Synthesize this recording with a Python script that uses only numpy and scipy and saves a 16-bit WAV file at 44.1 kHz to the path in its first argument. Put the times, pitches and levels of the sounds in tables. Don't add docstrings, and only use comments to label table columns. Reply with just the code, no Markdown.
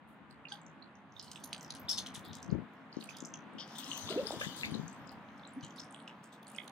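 import sys
import numpy as np
from scipy import signal
from scipy.fft import rfft, irfft, next_fast_len
from scipy.io import wavfile
from scipy.ndimage import uniform_filter1d

SR = 44100
rng = np.random.default_rng(int(sys.argv[2]) if len(sys.argv) > 2 else 0)


def pcm_store(signal):
    levels = np.round(np.clip(np.atleast_2d(signal), -1, 1) * 32767)
    wavfile.write(sys.argv[1], SR, levels.astype(np.int16).T)


def magnitude_from_level(level_db):
    exponent = np.asarray(level_db, float) / 20
    return 10 ** exponent


N = 296219

# (time [s], left minus right level [dB], likeness [0-1], left lead [rad])
BILL_PLACE = [(0.45, -9, 0.6, 1.5), (1.3, -4.5, 0.72, 0.8), (1.9, 1, 0.56, -0.8), (2.9, 3.5, 0.5, 1.5),
              (3.05, -5.5, 0.2, 1.5), (3.3, 1, 0.5, -0.6), (3.6, 6, 0.6, 1.16), (3.95, 8, 0.5, 2.1),
              (4.6, 11.5, 0.45, 3.5), (5.1, 13, .6, 1.5), (5.4, 0, 0.47, 0.5), (6.7, -4, 0.6, 1)]


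def curve(table):
    time_s, *columns = np.transpose(table)
    return [np.interp(np.arange(N) / SR, time_s, column) for column in columns]


def band(x, hz, width_hz):
    y = signal.lfilter(*signal.iirpeak(hz, hz / width_hz, SR), x)
    return y / np.sqrt(np.mean(y ** 2))


def walk(rate_hz):
    hold = int(SR / rate_hz)
    steps = np.repeat(rng.standard_normal(N // hold + 1), hold)
    return 1.32 * uniform_filter1d(uniform_filter1d(steps, hold), hold)[:N]


def panned(db):
    return np.array([magnitude_from_level(db / 2), magnitude_from_level(-db / 2)]) / np.sqrt((magnitude_from_level(db) + magnitude_from_level(-db)) / 2)


def add_bubble(out, peak_s, db, hz, ms, pan_db, glide, rise, turn_rad):
    u = np.arange(-2 * rise, 4, 1000 / (ms * SR))
    attack = np.exp(-(u / rise) ** 2)
    decay = np.exp(-(np.maximum(u, 0) / (1.15 - rise)) ** 2.43)
    swell = np.where(u < 0, attack, decay)
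    phase = 2 * np.pi * hz * ms / 1000 * (u + glide * u ** 2 / 2)
    start = max(int((peak_s - 2 * rise * ms / 1000) * SR), 0)
    tone = np.sin(phase + np.reshape(turn_rad, (2, 1)))
    wave = magnitude_from_level(db) * swell * panned(pan_db)[:, None] * tone
    out[:, start:start + len(u)] += wave[:, :N - start]


def distance():
    # (time [s], level [dB])
    far_level = [(0.0, -64), (0.58, -61), (1.2, -63), (1.48, -58), (2.07, -56), (2.77, -60), (3.8, -56),
                 (4.25, -53), (5.31, -58), (5.87, -57.5), (6.36, -60), (6.72, -57.5)]
    # (frequency [Hz], density [dB per Hz])
    far_colour = [(45, -51), (100, -12), (192, 2), (268, 0.5), (385, -11.5), (935, -5.5), (1700, -11),
                  (3580, -25), (5200, -42.5), (8500, -45), (15500, -59)]
    # (frequency [Hz], left-right likeness [0-1])
    far_likeness = [(300, 1), (700, 0.91), (1400, 0.56), (3000, 0.21), (7000, .02)]
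    size = next_fast_len(N)
    octave = np.log2(np.fft.rfftfreq(size, 1 / SR) + 1)
    colour_hz, colour_db = np.transpose(far_colour)
    alike_hz, alike_share = np.transpose(far_likeness)
    colour = magnitude_from_level(np.interp(octave, np.log2(colour_hz), colour_db))
    alike = np.clip(np.interp(octave, np.log2(alike_hz), alike_share), 0, 1)
    mid, side = rfft(rng.standard_normal((2, size)))
    opposed = side * np.array([[1], [-1]])
    pair = colour * (np.sqrt(1 + alike) * mid + np.sqrt(1 - alike) * opposed)
    out = 0
    for k in range(5, 15):
        octave_band = irfft(pair * np.clip(1 - abs(octave - k), 0, 1), size)[:, :N]
        out = out + magnitude_from_level(0.75 * walk(8.1)) * octave_band
    out = out / np.sqrt(np.mean(out ** 2))
    return out * magnitude_from_level(curve(far_level)[0] + 4.0) * panned(0.17)[:, None]


def wind():
    # (time [s], rumble level [dB], left minus right level [dB], depth [dB])
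    breeze = [(0.0, -62, 8, -4.5), (0.22, -65, 16, 3), (0.88, -67, -5, 2), (1.5, -64.5, -1, 4.5),
              (2.45, -55.5, 4.5, 1.5), (2.55, -36.5, 19, -6), (2.68, -61, 16, -15), (2.9, -61.5, 4.5, -26),
              (3.07, -50.5, 0, -19), (3.8, -64.5, 11, -14), (4.15, -55.5, -2, 0.5), (4.49, -54, 12, 0),
              (4.58, -54.5, -2.5, 1.5), (4.75, -44, 9, -2), (4.9, -64.5, 6, 7.5), (6.21, -76, -11, 4),
              (6.72, -74, 9, -2)]
    # (frequency [Hz], level [dB])
    rumble_bands = [(70, -7), (110, -1), (160, 2), (230, 1), (320, -2.5)]
    # (time [s], peak level [dB], frequency [Hz], length [ms])
    slaps = [(1.852, -47, 119, 9.9), (5.635, -41.5, 140, 13), (2.546, -30, 172, 4.4),
             (2.179, -39, 179, 6.2), (2.3096, -36.5, 166, 5.5), (2.495, -37.5, 179, 24),
             (2.5278, -19, 187, 5.4), (2.553, -33.5, 321, 13), (2.5892, -27.5, 193, 5.5),
             (2.9715, -27.5, 258, 5.7), (3.2266, -35, 258, 6), (3.5531, -39.5, 248, 5.9),
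             (4.2299, -37, 222, 9.7), (4.3722, -36, 185, 4.8), (4.4694, -30.5, 198, 6.8),
             (4.7222, -28.5, 169, 6.6), (4.7538, -30.5, 240, 8.9), (4.798, -27, 186, 5.8),
             (4.8366, -36.5, 177, 21)]
    rumble_db, pan_db, deep_db = curve(breeze)
    eddies = 0
    for hz, db in rumble_bands:
        gust_db = 7.4 / hz * (rumble_db + 71.0)
        depth_db = deep_db * min(105 / hz, 1) ** 3
        level_db = db + 4.6 * walk(25) + gust_db + depth_db
        noise = rng.standard_normal((2, N))
        eddies = eddies + magnitude_from_level(level_db) * band(band(noise, hz, hz / 3.6), hz, hz)
    out = magnitude_from_level(rumble_db - 8.5 + 1.8 * walk(5.9)) * panned(2.1 * pan_db) * eddies
    for (s, db, hz, ms), turn in zip(slaps, rng.random((len(slaps), 2))):
        add_bubble(out, s, db, hz, ms, 18, -.05, .45, 6 * turn)
        add_bubble(out, s - .002, db - 7, 1.67 * hz, 0.58 * ms, 18, -.05, .45, 6 * turn)
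    return out


def froth():
    # (time [s], length [ms], level [dB], frequency [Hz])
    froth_runs = [(0.075, 74, -75, 9500), (1.269, 42, -71, 4300), (2.22, 100, -58, 3670),
                  (2.308, 100, -60.5, 3700), (3.131, 81, -57.5, 3340), (3.587, 50, -50.5, 3280),
                  (3.602, 58, -58, 4980), (3.78, 105, -49.5, 3080), (3.86, 127, -56, 1060),
                  (3.924, 57, -52, 2870), (4.091, 62, -59, 1310), (4.108, 38, -51, 3020),
                  (4.101, 160, -50, 438), (4.28, 67, -62, 3400), (4.319, 58, -60, 484),
                  (4.41, 42, -57, 2120), (4.519, 71, -53, 3900), (4.8, 42, -68, 6700),
                  (5.96, 72, -65.5, 8960), (6.239, 41, -68.5, 7800), (6.32, 35, -74, 14000),
                  (6.43, 60, -81, 14000), (6.52, 70, -74, 12400)]
    pitch_spread, length_cycles = 0.091, 4.9
    out, (side_db, _, lead_rad) = np.zeros((2, N)), curve(BILL_PLACE)
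    for (s, ms, db, hz), run in zip(froth_runs, rng.random((len(froth_runs), 24, 4))):
        i = int(s * SR)
        near = min(hz / 2200, 1) ** 4
        for when, pitch, size, turn in run:
            bubble_hz = hz * (1 + 2 * pitch_spread * (pitch - .5))
            bubble_ms = 1000 * length_cycles / bubble_hz
            turns_rad = [6 * turn, 6 * turn - near * lead_rad[i]]
            add_bubble(out, s + when * ms / 1000, db + 7 * size, bubble_hz, bubble_ms,
                       1.2 * near * side_db[i], .03, .4, turns_rad)
    return out


def grains(low_hz, high_hz, tilt_db, rate_hz, patchy_db, lead_rad):
    count = int(rate_hz * N / SR)
    shared = rng.integers(0, N - 8, count)
    size_db = 1.7 * np.minimum(rng.exponential(size=count), 2.8)
    size = magnitude_from_level(size_db) * rng.choice([-1, 1], count)
    late, own = rng.integers(1, 7, count), rng.standard_normal(count)
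    out = 0
    for place in np.linspace(0, 1, num=6):
        hz = low_hz * (high_hz / low_hz) ** place
        at = np.where(rng.random(count) < .38, shared, rng.integers(0, N - 8, count))
        hits = np.zeros((2, N), np.float32)
        np.add.at(hits[0], at + 3, size)
        np.add.at(hits[1], at + late, size * own)
        ring_filter = signal.butter(2, [hz / 1.055, hz * 1.055], "band", fs=SR, output="sos")
        ring = signal.sosfilt(ring_filter, hits)
        sign = (-1) ** round(5 * place)
        out = out + sign * magnitude_from_level(tilt_db * place + patchy_db * walk(17)) * ring
    alike = np.clip(curve(BILL_PLACE)[1], 0, 1)
    analytic = signal.hilbert(out[0], next_fast_len(N))[:N]
    out[1] = alike * np.real(analytic * np.exp(-1j * lead_rad)) + np.sqrt(1 - alike ** 2) * out[1]
    return out / np.sqrt(np.mean(out ** 2))


def spray():
    # (time [s], level [dB], fineness [dB per droplet
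    # size], length [ms])
    bill_smacks = [(0.08, -82.5, 1, 52), (0.299, -76, -4, 20), (0.485, -60.5, -25, 61),
                   (0.519, -47.5, -14, 9.6), (1.194, -50.5, -35, 10), (1.225, -56, -12.5, 45),
                   (1.312, -45.5, -5, 8.2), (1.356, -51.5, -9, 11.4), (1.436, -44, -7, 7),
                   (1.528, -41, -11, 7.4), (1.609, -73, 3, 30), (1.702, -40, -21, 8.2),
                   (1.748, -46.5, -19.5, 17), (1.796, -51, 15, 4.4), (1.885, -43, -8, 47),
                   (1.977, -34, -10, 13), (2.06, -43, -10.5, 13), (2.14, -52, -5, 25),
                   (2.245, -55, -7, 15), (2.328, -53.5, -12, 33), (2.423, -51.5, -4.5, 5.5),
                   (2.732, -73, 8, 12),
                   (2.919, -67, -31, 130), (2.998, -53.5, -10.5, 25), (3.038, -45.5, -5, 3.3),
                   (3.089, -56, -10.5, 30), (3.166, -45.5, -7, 5.1), (3.251, -67, 2, 6.8),
                   (3.583, -49, -28, 32), (3.676, -55, -23, 38), (3.751, -50, -8, 16), (3.78, -48, -3, 22),
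                   (3.86, -57, -10, 81), (3.972, -41.5, -3, 7.1), (4.091, -45.5, -10, 30),
                   (4.259, -49, -9.5, 88), (4.395, -43, -10, 75), (4.56, -47, -8, 66), (4.651, -43, -9, 11),
                   (4.879, -62, -17, 3.6), (5.114, -66.5, -0.5, 11), (5.374, -66, -16, 11),
                   (5.626, -56.5, -16, 26), (5.7, -67, -11, 11), (5.758, -60, -10.5, 47),
                   (5.796, -40, -22, 4.8), (6.075, -56.5, -11.5, 9.6), (6.23, -71.5, -2, 29),
                   (6.321, -62.5, -10, 25), (6.428, -53, -16, 3.3), (6.468, -68, -7, 160),
                   (6.622, -67, -3, 21), (6.677, -44.5, -8, 3.6)]
    # (time [s], level [dB])
    stir_level = [(1.08, -75), (1.17, -59), (2.3, -64.5), (2.55, -68), (2.92, -67.5), (3.05, -59.5),
                  (3.5, -70), (3.72, -56), (3.9, -50), (4.7, -54), (4.9, -59.5), (5.25, -65.5),
                  (5.7, -63.5), (6.72, -69)]
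    # (level at full stir [dB], growth [dB per dB])
    stir_sizes = [(0, 2), (-11, 2.5), (-16.5, 1.75)]
    # (share of the bill's side [ratio], extra left minus right level [dB])
    spray_sides = [(0.66, 3.5), (0.72, -2), (0, 4.5)]
    # lowest Hz, highest Hz, tilt dB across the range, droplets a second in each ring
    droplets = (3050, 6200, -4, 260), (6900, 10500, -5, 240), (12000, 15300, -3, 220)
    stir_full_db = -51
    power = np.zeros((3, N))
    for s, db, fine_db, ms in bill_smacks:
        u = np.arange(0, 5, 1000 / (ms * SR))
        start = int(s * SR)
        fade = np.minimum(u * ms / 6.8, 1) * np.exp(-(u / 0.9) ** 2.06)
        share_db = np.array([0, fine_db, 2 * fine_db])
        gain = magnitude_from_level(db + share_db - share_db.max() + 3.0)[:, None]
        power[:, start:start + len(u)] += (gain ** 2 * fade)[:, :N - start]
    stir_db = curve(stir_level)[0] - stir_full_db
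    side_db, _, bill_lead_rad = curve(BILL_PLACE)
    leads_rad = bill_lead_rad, bill_lead_rad, -1.4
    out = 0
    for burst, (db, growth), (*sizes, rate_hz), lead_rad, (share, pan_db) in zip(
            np.sqrt(power), stir_sizes, droplets, leads_rad, spray_sides):
        shower = .8 * burst * grains(*sizes, 2 * rate_hz, 5.5, lead_rad)
        fizz_gain = magnitude_from_level(stir_full_db + db + growth * stir_db)
        fizz = fizz_gain * grains(*sizes, 3 * rate_hz, 3.5, lead_rad)
        out = out + panned(share * side_db + pan_db) * (shower + fizz)
    return out


def pops():
    # (time [s], peak level [dB], frequency [Hz],
    # length [ms])
    bubble_pops = [(0.4542, -39, 2680, 2.3), (0.485, -46, 4500, 1.2), (0.5218, -32.5, 3530, 1.04),
                   (0.526, -50.5, 9700, 1.3), (0.616, -58, 7650, 2.3), (0.665, -47.5, 6100, 0.99),
                   (0.8241, -48.5, 4030, 3.4), (1.166, -44, 3670, 3.4), (1.1968, -30.5, 5330, 0.51),
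                   (1.4408, -35.5, 5800, 1.1), (1.53, -26, 3420, 0.52), (1.53, -39, 9100, 0.38),
                   (1.61, -38, 6400, 0.58), (1.7058, -27.5, 4200, 0.7), (1.885, -34, 3580, 1.8),
                   (1.8997, -22, 5670, 0.34), (1.9302, -33, 3740, 3), (1.973, -32, 4970, 0.43),
                   (1.978, -27, 5970, 0.53), (1.984, -24.5, 4170, 0.75), (2.1608, -29.5, 5600, 0.28),
                   (2.429, -34, 6020, 0.57), (2.503, -51.5, 4720, 2.1),
                   (2.928, -43, 4740, 1.7), (3.0105, -40, 3880, 1.5), (3.026, -38.5, 3500, 0.61),
                 (3.042, -41, 8300, 0.46), (3.0903, -40.5, 2550, 1.9), (3.0965, -37.5, 5500, 0.66),
                 (3.1693, -40, 5000, 1.4), (3.205, -34.5, 6300, 0.42), (3.25, -34.5, 5660, 1.1),
                 (3.3394, -33, 6130, 0.71), (3.342, -41.5, 3100, 1.7), (3.785, -31, 7460, 0.36),
                 (3.8441, -28.5, 5700, 0.73), (3.916, -28.5, 2990, 1.8), (3.977, -34, 5900, 1.17),
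                 (4.091, -28, 3260, 0.93), (4.127, -34, 2730, 0.76), (4.27, -27, 4930, 0.86),
                 (4.3212, -37, 3750, 2.8), (4.4135, -36, 2380, 3.4), (4.415, -31, 1525, 7),
                 (4.181, -44, 2600, 9.5), (4.439, -40, 1760, 6.7), (4.4482, -32.5, 3130, 0.52),
                   (4.6117, -31, 3900, 0.6), (4.634, -23, 2240, 1.44), (4.6427, -30.5, 2200, 3.1),
                 (4.6493, -29, 3800, 1.25), (4.7433, -35.5, 4000, 2.6), (4.8805, -39, 6270, 1),
                 (5.0937, -44, 4500, 1.07), (5.452, -45, 3760, 1.5), (5.475, -46, 7240, 0.97),
                 (5.5355, -53, 9060, 1.2), (5.6484, -39, 7000, 0.35), (5.7841, -43.5, 3720, 3),
                 (5.8, -41.5, 7500, 0.8), (5.8362, -45.5, 5200, 0.77), (5.909, -49, 9040, 1.1),
                 (5.946, -41, 8300, 0.49), (5.946, -41.5, 3150, 0.87), (6.0778, -41.5, 2780, 1.5),
                 (6.481, -41, 8700, 0.45), (6.549, -51, 2820, 4.3), (6.5635, -42.5, 8960, 0.53),
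                 (6.586, -34, 2160, 2), (6.5844, -34, 3160, 1.63), (6.6814, -44, 3500, 1.5)]
    # (time [s], peak level [dB],
    # frequency [Hz], length [ms])
    film_ticks = [(0.31, -53, 4170, 1.75), (0.311, -59, 7900, 1.1), (0.501, -56, 8040, 1.1),
                  (0.545, -56, 14000, 0.27), (0.955, -56.5, 6100, 0.74), (1.123, -55.5, 6070, 0.94),
                  (1.227, -41, 8500, 0.17), (1.246, -41, 7000, .15), (1.281, -46, 4200, 1.1),
                  (1.3162, -31, 5500, 0.13), (1.359, -36.5, 3270, 0.89), (1.402, -47, 11500, .2),
                  (1.446, -33.5, 10900, 0.36), (1.58, -44, 7850, 0.38), (1.63, -39, 5370, 0.68),
                  (1.63, -36, 8800, .15), (1.6476, -40.5, 5400, .7), (1.68, -48, 5300, 0.81),
                  (1.705, -42, 10200, 0.47), (1.751, -35, 8500, .15), (1.797, -41, 14000, 0.23),
                  (1.894, -49, 11500, .15), (2.063, -37, 3320, 1.1), (2.066, -45, 8000, .15),
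                  (2.15, -33.5, 6700, 0.28), (2.156, -35.5, 3200, .8), (2.194, -38, 9500, 0.086),
                  (2.251, -41, 10000, 0.087), (2.283, -51, 13300, .4), (2.332, -35, 5360, 0.27),
                  (2.353, -32, 7500, 0.16), (2.368, -43, 7460, 0.14), (2.514, -49, 5560, .8),
                  (2.94, -57, 7200, .3), (2.968, -48, 5500, 0.5), (3.008, -51, 8000, 0.22),
                  (3.17, -35, 7500, .15), (3.186, -44, 7000, 0.18), (3.256, -36.5, 7100, 0.4),
                  (3.358, -48, 5970, 0.66), (3.536, -61, 8600, .4),
                  (3.678, -43, 5000, 0.17), (3.755, -48, 6500, .12), (3.801, -38, 6000, 0.2),
                  (3.879, -43, 8500, .25), (3.975, -43, 9000, 0.13), (4.075, -29, 3970, 0.44),
                  (4.108, -27, 3600, .35), (4.319, -35, 7700, 0.4), (4.398, -39, 7400, 0.47),
                  (4.564, -35, 8500, 0.16), (4.653, -46, 9500, .15), (4.664, -51, 13000, .3),
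                  (4.713, -42, 8550, 0.45), (4.75, -33.5, 5460, 0.32), (4.783, -37, 6130, 0.56),
                  (4.929, -48.5, 7700, .8), (5.073, -53.5, 6950, 1), (5.076, -49, 5240, 1.2),
                  (5.119, -60, 9900, 0.63), (5.288, -49, 3460, 0.7), (5.383, -60, 7740, 0.95),
                  (5.396, -52, 4140, 0.52), (5.435, -48.5, 3600, 1.6), (5.61, -46, 4940, .6),
                  (5.632, -47, 6000, 0.18), (5.648, -48, 4930, .8), (5.707, -48.5, 6200, 0.89),
                  (5.707, -43, 3100, 1.2), (5.763, -48, 8400, 0.4), (5.788, -55, 13000, .3),
                  (5.845, -50, 8500, 0.31), (5.925, -45, 7900, 0.25), (5.99, -54, 3450, 0.98),
                  (6.002, -49, 3360, 0.65), (6.102, -49, 2780, 1), (6.242, -44, 7500, 0.27),
                  (6.345, -53, 4730, 0.61), (6.43, -54.5, 9700, .5), (6.43, -56, 13400, .5),
                  (6.47, -47, 8000, 0.56), (6.469, -50, 4360, 1.5), (6.5013, -39, 9500, 0.19),
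                  (6.5175, -43, 9500, 0.18), (6.549, -44, 7500, .7), (6.563, -44, 5000, 0.72),
                  (6.645, -43, 8160, 0.29), (6.681, -48, 8000, .15)]
    shadow_hz, shadow_db = 8100, -7
    round_hz = 2600
    rows = bubble_pops + film_ticks
    out, (side_db, _, lead_rad) = np.zeros((2, N)), curve(BILL_PLACE)
    for (s, db, hz, ms), (turn, skew, stray) in zip(rows, rng.random((len(rows), 3))):
        i = int(s * SR)
        pan_db = side_db[i] * min(hz / round_hz, 1) ** 4 + 9.2 * (stray - .5)
        if hz > shadow_hz:
            pan_db = shadow_db
        turns_rad = [6 * turn, 6 * turn - lead_rad[i] + 1.6 * (skew - .5)]
        add_bubble(out, s, db, hz, ms, pan_db, .03, .3, turns_rad)
        next_s, next_hz = s + 1.2 * ms * skew / 1000, hz * (0.871 + 0.28 * turn)
        turns_rad = [0, 0.9 * (turn - .5) - lead_rad[i]]
        add_bubble(out, next_s, db - 3, next_hz, ms, pan_db, .03, .3, turns_rad)
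    return out


def gurgles():
    # (time [s], peak level [dB], frequency [Hz], length [ms])
    air_pockets = [(3.8884, -43, 264, 18), (4.0885, -42, 1090, 8.1), (4.1067, -36.5, 372, 12),
                   (4.1152, -38.5, 626, 13), (4.1248, -36.5, 222, 7), (4.1484, -39.5, 630, 22),
                   (4.1648, -26, 312, 6.5), (4.1915, -29.5, 522, 28), (4.177, -28, 447, 7.7),
                   (4.308, -26.5, 650, 1.95), (4.3356, -41.5, 622, 14), (4.3384, -38, 337, 12.4),
                   (4.4132, -40, 1210, 5.3), (4.4144, -37, 537, 6.4), (5.5753, -36.5, 261, 20)]
    # (time [s], peak level [dB], frequency [Hz], length [ms])
    hollow_tones = [
        (0.527, -48, 822, 27),
        (0.52, -46.5, 1566, 11),
    ]
    out = np.zeros((2, N))
    for (s, db, hz, ms), turn in zip(air_pockets, rng.random(len(air_pockets))):
        add_bubble(out, s, db, hz, ms, 0.3, .2, .5, [6 * turn, 6 * turn + 0.39])
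    for s, db, hz, ms in hollow_tones:
        add_bubble(out, s, db, hz, ms, 10.5, 0, .3, [0, 0])
    return out


def scattered(bubbles):
    t_s = np.arange(SR // 20) / SR
    blur = magnitude_from_level(-28.5) * np.exp(-t_s / 0.0096) * rng.standard_normal((2, len(t_s)))
    return bubbles + signal.oaconvolve(bubbles, blur, axes=1)[:, :N]


def scene():
    return distance() + wind() + froth() + spray() + scattered(pops()) + gurgles()


def low_pass(x):
    return signal.sosfilt(signal.butter(12, 16480, fs=SR, output="sos"), x)


def record(dry):
    # (frequency [Hz], width [Hz], level [dB])
    whine_dips = [(5640, 200, -11), (11280, 170, -16)]
    hum_lag, hum_zero, hum_pole = 735, .86, .50
    size = next_fast_len(N + SR // 4)
    hz = np.fft.rfftfreq(size, 1 / SR)
    dips_db = sum(db / (1 + (2 * (hz - f) / width) ** 2) for f, width, db in whine_dips)
    bass_cut = 1 / np.sqrt(1 + (62 / (hz + 1)) ** 6)
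    cycle = np.exp(-2j * np.pi * hz * hum_lag / SR)
    comb = (1 - hum_zero * cycle) / (1 - hum_pole * cycle)
    treble_limit = np.where(hz < 15830, 1, .1)
    response = magnitude_from_level(dips_db) * bass_cut * comb * treble_limit
    mix = irfft(rfft(dry, size) * response, size)[:, :N]
    return low_pass(mix)


dry = scene()
out = record(dry)
pcm_store(out)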